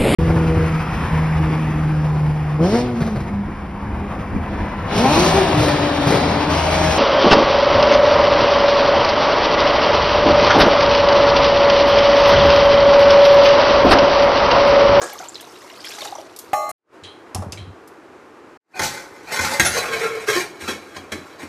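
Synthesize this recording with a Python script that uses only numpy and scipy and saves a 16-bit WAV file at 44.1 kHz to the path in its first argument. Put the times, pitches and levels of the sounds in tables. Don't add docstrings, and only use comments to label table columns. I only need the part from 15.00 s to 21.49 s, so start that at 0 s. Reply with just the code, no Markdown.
import sys
import numpy as np
from scipy import signal
from scipy.fft import rfft, irfft
from scipy.io import wavfile

SR = 44100
rng = np.random.default_rng(int(sys.argv[2]) if len(sys.argv) > 2 else 0)


def to_wav(s):
    ch = np.atleast_2d(s).T
    pcm = np.round(np.clip(ch, -1, 1) * 32767)
    wavfile.write(sys.argv[1], SR, pcm.astype(np.int16))


N = 286055
TIME_S, RING_S = np.arange(N) / SR, np.arange(SR) / SR

# faded_in_s, cut_s, gain_db
SEGMENTS = [(0, 1.714, 0), (1.941, 3.573, 0.5), (3.76, 6.6, 1.5)]
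# start_s, length_s, spray_db, gurgle_db
GUSHES = [(0, 0.26, -48, -38), (0.287, 0.93, -53.5, -48), (0.837, 0.12, -40.5, -42.5),
          (0.975, 0.098, -41, -41.5)]
# freq_hz, density_db
FIZZ_SPECTRUM = [(2000, 1), (5500, -3.5), (8000, -14.5), (14000, -21.5)]
# freq_hz, density_db
HISS_SPECTRUM = [(100, -24.5), (380, -3), (1000, 0), (3000, -4), (6000, -2), (14000, -19.5)]
# start_s, level_db, pitch_hz
GULPS = [(.02, -19.5, 6640), (.037, -22, 8130), (.133, -25, 12000), (.19, -24.5, 6240), (.203, -22, 724),
         (0.286, -21, 7240), (0.345, -26, 5060), (0.355, -20, 4000), (0.399, -29, 3280),
         (.700, -31.5, 2810), (0.805, -27.5, 4700), (0.845, -23.5, 3190), (1.007, -21.5, 4300),
         (1.018, -19.5, 3590), (1.022, -22, 617), (1.057, -21, 782), (1.074, -25.5, 3700),
         (1.124, -18, 779), (1.153, -26.5, 5830), (1.184, -22.5, 610), (2.348, -20.5, 9900),
         (2.348, -23, 5450), (2.358, -20.5, 730), (2.422, -27, 616), (2.522, -23.5, 5070),
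         (2.528, -29, 2580), (2.574, -29.5, 2280)]
# start_s, level_db
DROPS = [(0.409, -29.5), (1.363, -27.5), (1.389, -22.5), (2.876, -38)]
# pitch_hz, level_db, t60_s
VESSEL_MODES = [(614, -9, 1), (676, -15, .7), (754, 8.5, 0.069), (834, 2.5, 0.6), (1134, -9.5, 1.5),
                (1215, -4.5, 1.5), (1750, -8.5, 0.084), (2070, -21, 6), (2510, -17.5, .13), (4130, -27, 6),
                (5580, -25.5, 0.66), (6600, -22, 0.68), (7550, -26, .8), (9090, -26.5, 0.55),
                (10100, -27, .6), (12000, -26, 0.55), (13400, -28.5, .7)]
# start_s, ring_db, clack_db, treble_db, clack_t60_s
KNOCKS = [(1.532, -17, -19.5, -2, 0.057), (1.692, -42, -42.5, 19.5, 0.48)]
# freq_hz, density_db
CLACK_SPECTRUM = [(60, -44.5), (200, -27.5), (600, -7), (2300, -10), (3600, -20), (14000, -27)]
# start_s, level_db
CLUNKS = [(0.016, 7.5)]
# pitch_hz, level_db, t60_s
COOKER_MODES = [(473, 2.5, 0.12), (1092, -1, 0.33), (1650, 4, 0.42)]
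# freq_hz, density_db
COOKER_SPECTRUM = [(150, -36), (360, -9), (1630, -12.5), (2630, -28.5), (7000, -19.5), (14000, -44.5)]

# pitch_hz, tilted_db, flat_db, seated_db
LID_MODES = [(553, 7, 5.5, 0.5), (743, -9, 8.5, -10), (869, 9.5, -2, -11), (1065, 3.5, -11, 5),
             (1388, -3, 14.5, 5.5), (1520, 9.5, -3, -1.5), (1609, -3, 12, 7), (1880, 2.5, 3.5, -8),
             (2076, 8.5, 7, -2), (2207, 0, -12, 10), (2361, 1, -14, 6.5), (2546, -10, -1, 6),
             (3270, -15, 2, 1), (4000, -2.5, 1.5, 5.5), (4336, 1.5, -13, 0.5), (4588, -2, 0, -4),
             (5490, 0, -5, -7), (6190, 0, 3.5, -23), (6580, -11, 2.5, -6)]
# freq_hz, density_db
LID_SPECTRUM = [(30, -35), (110, -8.5), (300, -8.5), (720, -2), (1100, -8.5), (1500, 0), (2350, -7),
                (2750, -11), (4200, -11), (4980, -13.5), (6200, -10.5), (7800, -15.5), (14000, -23)]
# start_s, level_db, treble_db
BLOWS = [(3.793, -6, -1), (3.816, -10, 5.5), (3.833, -12.5, 11), (4.319, -13.5, -2), (4.390, -9, -5.5),
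         (4.407, -15, 11.5), (4.446, -10, 4), (4.597, 5, -3), (4.609, -16, 11.5), (4.648, -7.5, 9),
         (4.660, -5.5, 2), (4.765, -7.5, -8), (5.282, -11.5, 0), (5.297, -9, 0), (5.333, -18, 3),
         (5.363, -18, 8.5), (5.677, -12.5, -1), (5.694, -24, -3), (5.962, -20.5, -1), (6.119, -12, -0.5),
         (6.427, -26, 1)]
# start_s, length_s, level_db, treble_db
RUBS = [(3.735, 0.076, -39.5, 2), (4.265, 0.042, -35, -3), (3.807, 0.2, -38.5, 2.5), (4.302, 0.27, -27, 2),
        (4.686, 0.1, -25.5, 4.5), (4.803, 0.19, -30.5, -3.5), (4.91, 0.16, -26.5, -2),
        (5.083, 0.15, -34.5, -2.5), (5.261, 0.14, -28, 3.5), (5.59, 0.076, -37, 3.5),
        (5.677, 0.02, -23.5, 1), (5.935, 0.04, -37, -4), (6.381, 0.039, -35.5, -2.5)]
# start_s, length_s, slip_hz, level_db
GROANS = [(4.744, 0.064, 484, -26), (4.877, 0.1, 457, -31), (5.001, 0.062, 456, -27),
          (5.1, 0.082, 440, -28.5), (5.276, 0.032, 410, -19), (5.353, 0.028, 356, -20)]
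# start_s, length_s, level_db
SKIDS = [(3.727, 0.11, -36.5), (4.261, 0.052, -37)]
# centre_hz, level_db
SKID_BANDS = [(760, -0.5), (1520, -3), (2430, 0.5), (4300, -8)]
# start_s, boom_db, grate_db
JOLTS = [(3.792, -34.5, -26), (4.389, -28.5, -28), (4.605, -29, -38), (5.619, -39, -30),
         (5.682, -39, -21.5), (5.966, -43, -36), (6.119, -37, -22), (6.43, -42, -31)]

# start_s, spray_db, slosh_db
PLUNGES = [(2.347, -21, -27.5), (2.422, -39.5, -26), (2.522, -23.5, -34)]
# freq_hz, density_db
SPLASH_SPECTRUM = [(1000, -9), (2800, 4.5), (7000, 6.5), (11000, -2), (14000, -13)]
# start_s, length_s, level_db
BUMPS = [(2.02, 0.045, -45.5), (2.347, 0.01, -22), (2.378, .03, -24), (2.457, 0.034, -31.5),
         (2.523, 0.073, -38.5), (2.587, 0.053, -33.5), (2.664, 0.041, -35)]
# start_s, level_db
TAPS = [(2.036, -32.5), (2.574, -37)]
# centre_hz, level_db
WALL_BANDS = [(3200, 4.5), (3820, -5), (4025, 1), (9300, -13)]
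# freq_hz, density_db
AIR_SPECTRUM = [(25, -42), (90, -18.5), (180, -20.5), (345, -4.5), (600, -14), (1200, -14.5), (2440, -26),
                (3230, -33), (7000, -40), (14000, -53)]
# freq_hz, t60_s
ROOM_DECAY = [(100, 0.62), (2000, 0.31), (14000, 0.29)]

POUR_END_S, POTATOES_END_S = SEGMENTS[0][1], SEGMENTS[1][1]
LID_FLAT_S, LID_SEATED_S = 4.585, 4.76
RUB_RISE_S, RUB_T60_S = 0.018, 0.13


def stream(t60_cycles=42, foam_db=-55.5):
    spray_gain = gurgle_gain = amp(foam_db)
    for start_s, length_s, spray_db, gurgle_db in GUSHES:
        gush = stroke(start_s, length_s, rise_s=0.012, t60_s=0.11)
        spray_gain = spray_gain + amp(spray_db) * gush
        gurgle_gain = gurgle_gain + amp(gurgle_db) * gush
    fizz = np.zeros(N)
    for hz in np.geomspace(1900, 13500, 30):
        pings = convolve(clicks(hz / 120, spread_db=5), unit_energy(bubble(hz, t60_cycles / hz)))
        fizz += amp(lookup(FIZZ_SPECTRUM, hz)) * np.sqrt(hz) * pings
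    hiss = amp(-3 + 4 * wander(60)) * noise(N, HISS_SPECTRUM)
    gurgle = sum(convolve(clicks(27, spread_db=12.8), bubble(hz, t60_cycles / hz))
                 for hz in np.geomspace(560, 2200, 20))
    gurgle = signal.sosfilt(signal.butter(2, 400, "high", fs=SR, output="sos"), gurgle)
    spray = amp(-1) * (unit_rms(fizz) + hiss)
    return (TIME_S < POUR_END_S) * (spray_gain * spray + gurgle_gain * amp(-5) * unit_rms(gurgle))


def bubble(hz, t60_s, glide=0.076):
    t = RING_S[:int(2 * t60_s * SR) + 2]
    envelope = (1 - np.exp(-t * hz)) * decay(t60_s)[:len(t)]
    return envelope * np.sin(2 * np.pi * hz * t * (1 + glide * t / t60_s))


def gulp(hz, t60_s, count=5):
    out = bubble(hz, t60_s)
    add(out, 0, amp(-9) * burst(hz, t60_s, spread=1.6))
    for detune, lag in zip(rng.normal(0, 0.16, count), rng.uniform(0.1, 0.7, count)):
        add(out, lag * t60_s, amp(-7) * bubble(hz * np.exp(detune), t60_s / 2))
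    return out


def plops(t60_at_1khz_s=0.045):
    out = np.zeros(N)
    for start_s, db, hz in GULPS:
        add(out, start_s, amp(db) * gulp(hz, t60_at_1khz_s * (hz / 1000) ** -0.6))
    for start_s, db in DROPS:
        add(out, start_s, amp(db) * burst(8000, t60_s=0.067, spread=2.2))
    return out


def knocks(dense_count=40):
    clunk = metal(COOKER_MODES, COOKER_SPECTRUM, dense_t60_s=0.39, clear_db=-5)
    clusters = [(hz * rng.normal(1, hz / 3e5), db - 9, t60_s)
                for hz, db, t60_s in 9 * VESSEL_MODES if hz > 5000]
    dense = sum(gain * np.sin(2 * np.pi * (hz * RING_S + rng.random()))
                for hz, gain in zip(rng.uniform(800, 3200, dense_count), rng.rayleigh(1, dense_count)))
    ring = modes(VESSEL_MODES + clusters, sway=-0.0027) + amp(-26) * unit_rms(dense) * decay(0.7)
    ring += amp(-5) * burst(680, t60_s=0.9, spread=1.18)
    out = np.zeros(N)
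    for start_s, ring_db, clack_db, treble_db, t60_s in KNOCKS:
        clack = noise(SR, CLACK_SPECTRUM) * decay(t60_s)
        add(out, start_s, brighten(amp(ring_db) * ring + amp(clack_db) * clack, treble_db, split_hz=6300))
    for start_s, db in CLUNKS:
        add(out, start_s, amp(db) * clunk)
    return out * (TIME_S < POUR_END_S)


def lid(blow_gain_db=16, mode_t60_s=0.073, spots=5, dwell_s=0.04):
    force = rubbing()
    for start_s, db, treble_db in BLOWS:
        chatter_s = 0.009 * 2 ** (treble_db / 6)
        rebounds = unit_energy(sparse_noise() * np.exp(-RING_S / chatter_s))
        rebounds[32] += 0.16
        add(force, start_s, amp(db + blow_gain_db) * brighten(unit_energy(rebounds), treble_db))
    spot_now = (TIME_S / dwell_s).astype(int) % spots
    pose_now = np.searchsorted([LID_FLAT_S, LID_SEATED_S], TIME_S)
    out = np.zeros(N)
    for spot in range(spots):
        ringing = np.zeros(N)
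        for pose in range(3):
            table = [(hz * rng.normal(1, 0.007), pose_db[pose] + rng.normal(0, 2), mode_t60_s)
                     for hz, *pose_db in LID_MODES]
            response = metal(table, LID_SPECTRUM, dense_t60_s=0.051, clear_db=-0.5)
            ringing += convolve(force * (pose_now == pose) * (spot_now == spot), response)
        out += kitchen(ringing, wet_db=-4)
    return out


def rubbing(graze_db=-50.5):
    catches = unit_rms(clicks(2500, spread_db=5.7))
    force = amp(graze_db) * catches * (TIME_S > POTATOES_END_S)
    for start_s, length_s, db, treble_db in RUBS:
        push = np.roll(brighten(catches, treble_db), rng.integers(N))
        force += amp(db) * stroke(start_s, length_s, RUB_RISE_S, RUB_T60_S) * push
    return force * amp(2 * wander(11.4))


def groan(harmonics_db=(7.5, -20, -4.5, -14, -1), flutter_db=3):
    out = np.zeros(N)
    phase_per_hz = wobbly_phase(1, jitter=0.045, rate_hz=119.7)
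    for start_s, length_s, slip_hz, db in GROANS:
        envelope = stroke(start_s, length_s, rise_s=0.015, t60_s=0.1)
        active = envelope > amp(-60)
        phase = slip_hz * phase_per_hz[active]
        slips = sum(gain * np.sin(k * phase) for k, gain in enumerate(amp(harmonics_db), 1))
        out[active] += amp(db) * envelope[active] * unit_rms(slips)
    return out * amp(flutter_db * wander(99))


def squeal():
    envelope = stroke(start_s=4.648, length_s=0.022, rise_s=0.014, t60_s=0.13)
    return amp(-19) * envelope * np.sin(wobbly_phase(10280, jitter=0.034, rate_hz=301))


def skids():
    out = np.zeros(N)
    for start_s, length_s, db in SKIDS:
        bands = sum(amp(band_db) * burst(hz, t60_s=np.inf, spread=1.04) for hz, band_db in SKID_BANDS)
        add(out, start_s, amp(db) * bands * stroke(0, length_s, RUB_RISE_S, RUB_T60_S)[:SR])
    return out


def plunges():
    out = np.zeros(N)
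    for start_s, spray_db, slosh_db in PLUNGES:
        spray = noise(SR, SPLASH_SPECTRUM) * decay(0.076) / 2
        slosh = burst(750, t60_s=0.15)
        hollow = amp(-5) * burst(370, t60_s=0.44)
        add(out, start_s, amp(spray_db) * spray + amp(slosh_db) * (slosh + hollow))
    return out


def bumps():
    out = np.zeros(N)
    rumble = np.sin(wobbly_phase(94, jitter=0.082, rate_hz=37))
    for start_s, length_s, db in BUMPS:
        out += amp(db) * stroke(start_s, length_s, rise_s=0.0087, t60_s=0.13) * rumble
        add(out, start_s, amp(db + 4) * burst(158, t60_s=0.18, spread=1.36))
    return out


def taps(wall_t60_s=0.39):
    out = np.zeros(N)
    for start_s, db in TAPS:
        chink = sum(amp(band_db) * burst(hz, wall_t60_s, spread=1.048) for hz, band_db in WALL_BANDS) / 2
        dense = amp(-5) * burst(2700, wall_t60_s, spread=1.53)
        tick = amp(-7) * burst(4400, t60_s=0.18)
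        add(out, start_s, amp(db) * (chink + dense + tick))
    return out


def jolts(stove_hz=88):
    out = np.zeros(N)
    boom = stroke(0, 0.014, rise_s=0.014, t60_s=0.36)[:SR] * np.sin(2 * np.pi * stove_hz * RING_S)
    for start_s, boom_db, grate_db in JOLTS:
        add(out, start_s, amp(boom_db) * boom + amp(grate_db) * burst(290, t60_s=0.33, spread=1.55))
    return out


def kitchen(x, wet_db):
    echoes = sparse_noise() * (RING_S > 0.004)
    hz, t, bins = signal.stft(echoes, SR, nperseg=256)
    bins = bins * amp(-60 * t / lookup(ROOM_DECAY, hz)[:, None])
    _, tail = signal.istft(bins, SR, nperseg=256)
    return (x + amp(wet_db) * convolve(x, unit_energy(tail))) / np.hypot(1, amp(wet_db))


def background(level_db=-44.5, waver_db=0.5):
    return amp(level_db + waver_db * wander(12)) * noise(N, AIR_SPECTRUM)


def metal(table, spectrum, dense_t60_s, clear_db):
    dense = noise(SR, spectrum) * decay(dense_t60_s)
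    return unit_energy(unit_energy(dense) + amp(clear_db) * unit_energy(modes(table)))


def modes(table, sway=0, sway_hz=3.4):
    slosh_s = sway * np.sin(2 * np.pi * sway_hz * RING_S) / (2 * np.pi * sway_hz)
    out = np.zeros(SR)
    for hz, db, t60_s in table:
        cycles = hz * (RING_S + 2 * rng.random() * slosh_s) + rng.integers(2) / 2
        out += amp(db) * decay(t60_s) * np.sin(2 * np.pi * cycles)
    return out


def burst(hz, t60_s, spread=1.7):
    edges_hz = [hz / spread, min(hz * spread, 18000)]
    band = signal.sosfilt(signal.butter(3, edges_hz, "band", fs=SR, output="sos"), rng.standard_normal(SR))
    return unit_rms(band) * decay(t60_s) / 2


def brighten(x, treble_db, split_hz=2900):
    low = signal.sosfiltfilt(signal.butter(3, split_hz, fs=SR, output="sos"), x)
    return low + amp(treble_db) * (x - low)


def stroke(start_s, length_s, rise_s, t60_s):
    t = TIME_S - start_s
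    return np.clip(t / rise_s, 0, 1) * amp(-60 * np.maximum(t - length_s, 0) / t60_s)


def decay(t60_s):
    return amp(-60 * RING_S / t60_s)


def clicks(per_s, spread_db):
    signs = (rng.random(N) < per_s / SR) * rng.choice([-1, 1], N)
    return signs * amp(spread_db * np.minimum(rng.exponential(1, N), 3))


def sparse_noise():
    return rng.standard_normal(SR) * (rng.random(SR) < 0.1)


def noise(samples, spectrum):
    gain = amp(lookup(spectrum, np.fft.rfftfreq(samples, 1 / SR)))
    return unit_rms(irfft(rfft(rng.standard_normal(samples)) * gain, samples))


def wander(rate_hz):
    lowpass = np.exp(-(np.fft.rfftfreq(N, 1 / SR) / rate_hz) ** 2)
    return unit_rms(irfft(rfft(rng.standard_normal(N)) * lowpass, N))


def wobbly_phase(hz, jitter, rate_hz):
    return 2 * np.pi * np.cumsum(hz * (1 + jitter * wander(rate_hz))) / SR


def lookup(table, hz):
    table_hz, values = np.transpose(table)
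    return np.interp(np.log(hz + 1), np.log(table_hz + 1), values)


def add(mix, start_s, sound):
    part = mix[round(start_s * SR):][:len(sound)]
    part += sound[:len(part)]


def convolve(x, response):
    return signal.oaconvolve(x, response)[:len(x)]


def amp(db):
    return 10 ** (np.asarray(db) / 20)


def unit_rms(x):
    return x / np.sqrt(np.mean(x ** 2) + 1e-20)


def unit_energy(x):
    return x / (np.linalg.norm(x) + 1e-12)


def scene():
    near = kitchen(stream() + plops() + plunges() + taps(), wet_db=-9) + kitchen(knocks(), wet_db=-14)
    far = lid() + jolts() + kitchen(groan() + squeal() + skids(), wet_db=-8)
    return np.tile(near + bumps() + far + background(), (2, 1))


def record(dry, low_hz=47, high_hz=14100, fade_db_per_s=386, cut_db_per_s=12000):
    heard = signal.sosfilt(signal.butter(3, low_hz, "high", fs=SR, output="sos"), np.tanh(dry))
    gain = np.zeros(N)
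    for faded_in_s, cut_s, db in SEGMENTS:
        fade_db = fade_db_per_s * np.maximum(faded_in_s - TIME_S, 0)
        cut_db = cut_db_per_s * np.maximum(TIME_S - cut_s, 0)
        gain += amp(db - fade_db - cut_db)
    lowpass = signal.firwin(401, high_hz, window=("kaiser", 8), fs=SR)
    return signal.oaconvolve(heard * gain, lowpass[None], "same")


dry = scene()
out = record(dry)
to_wav(out)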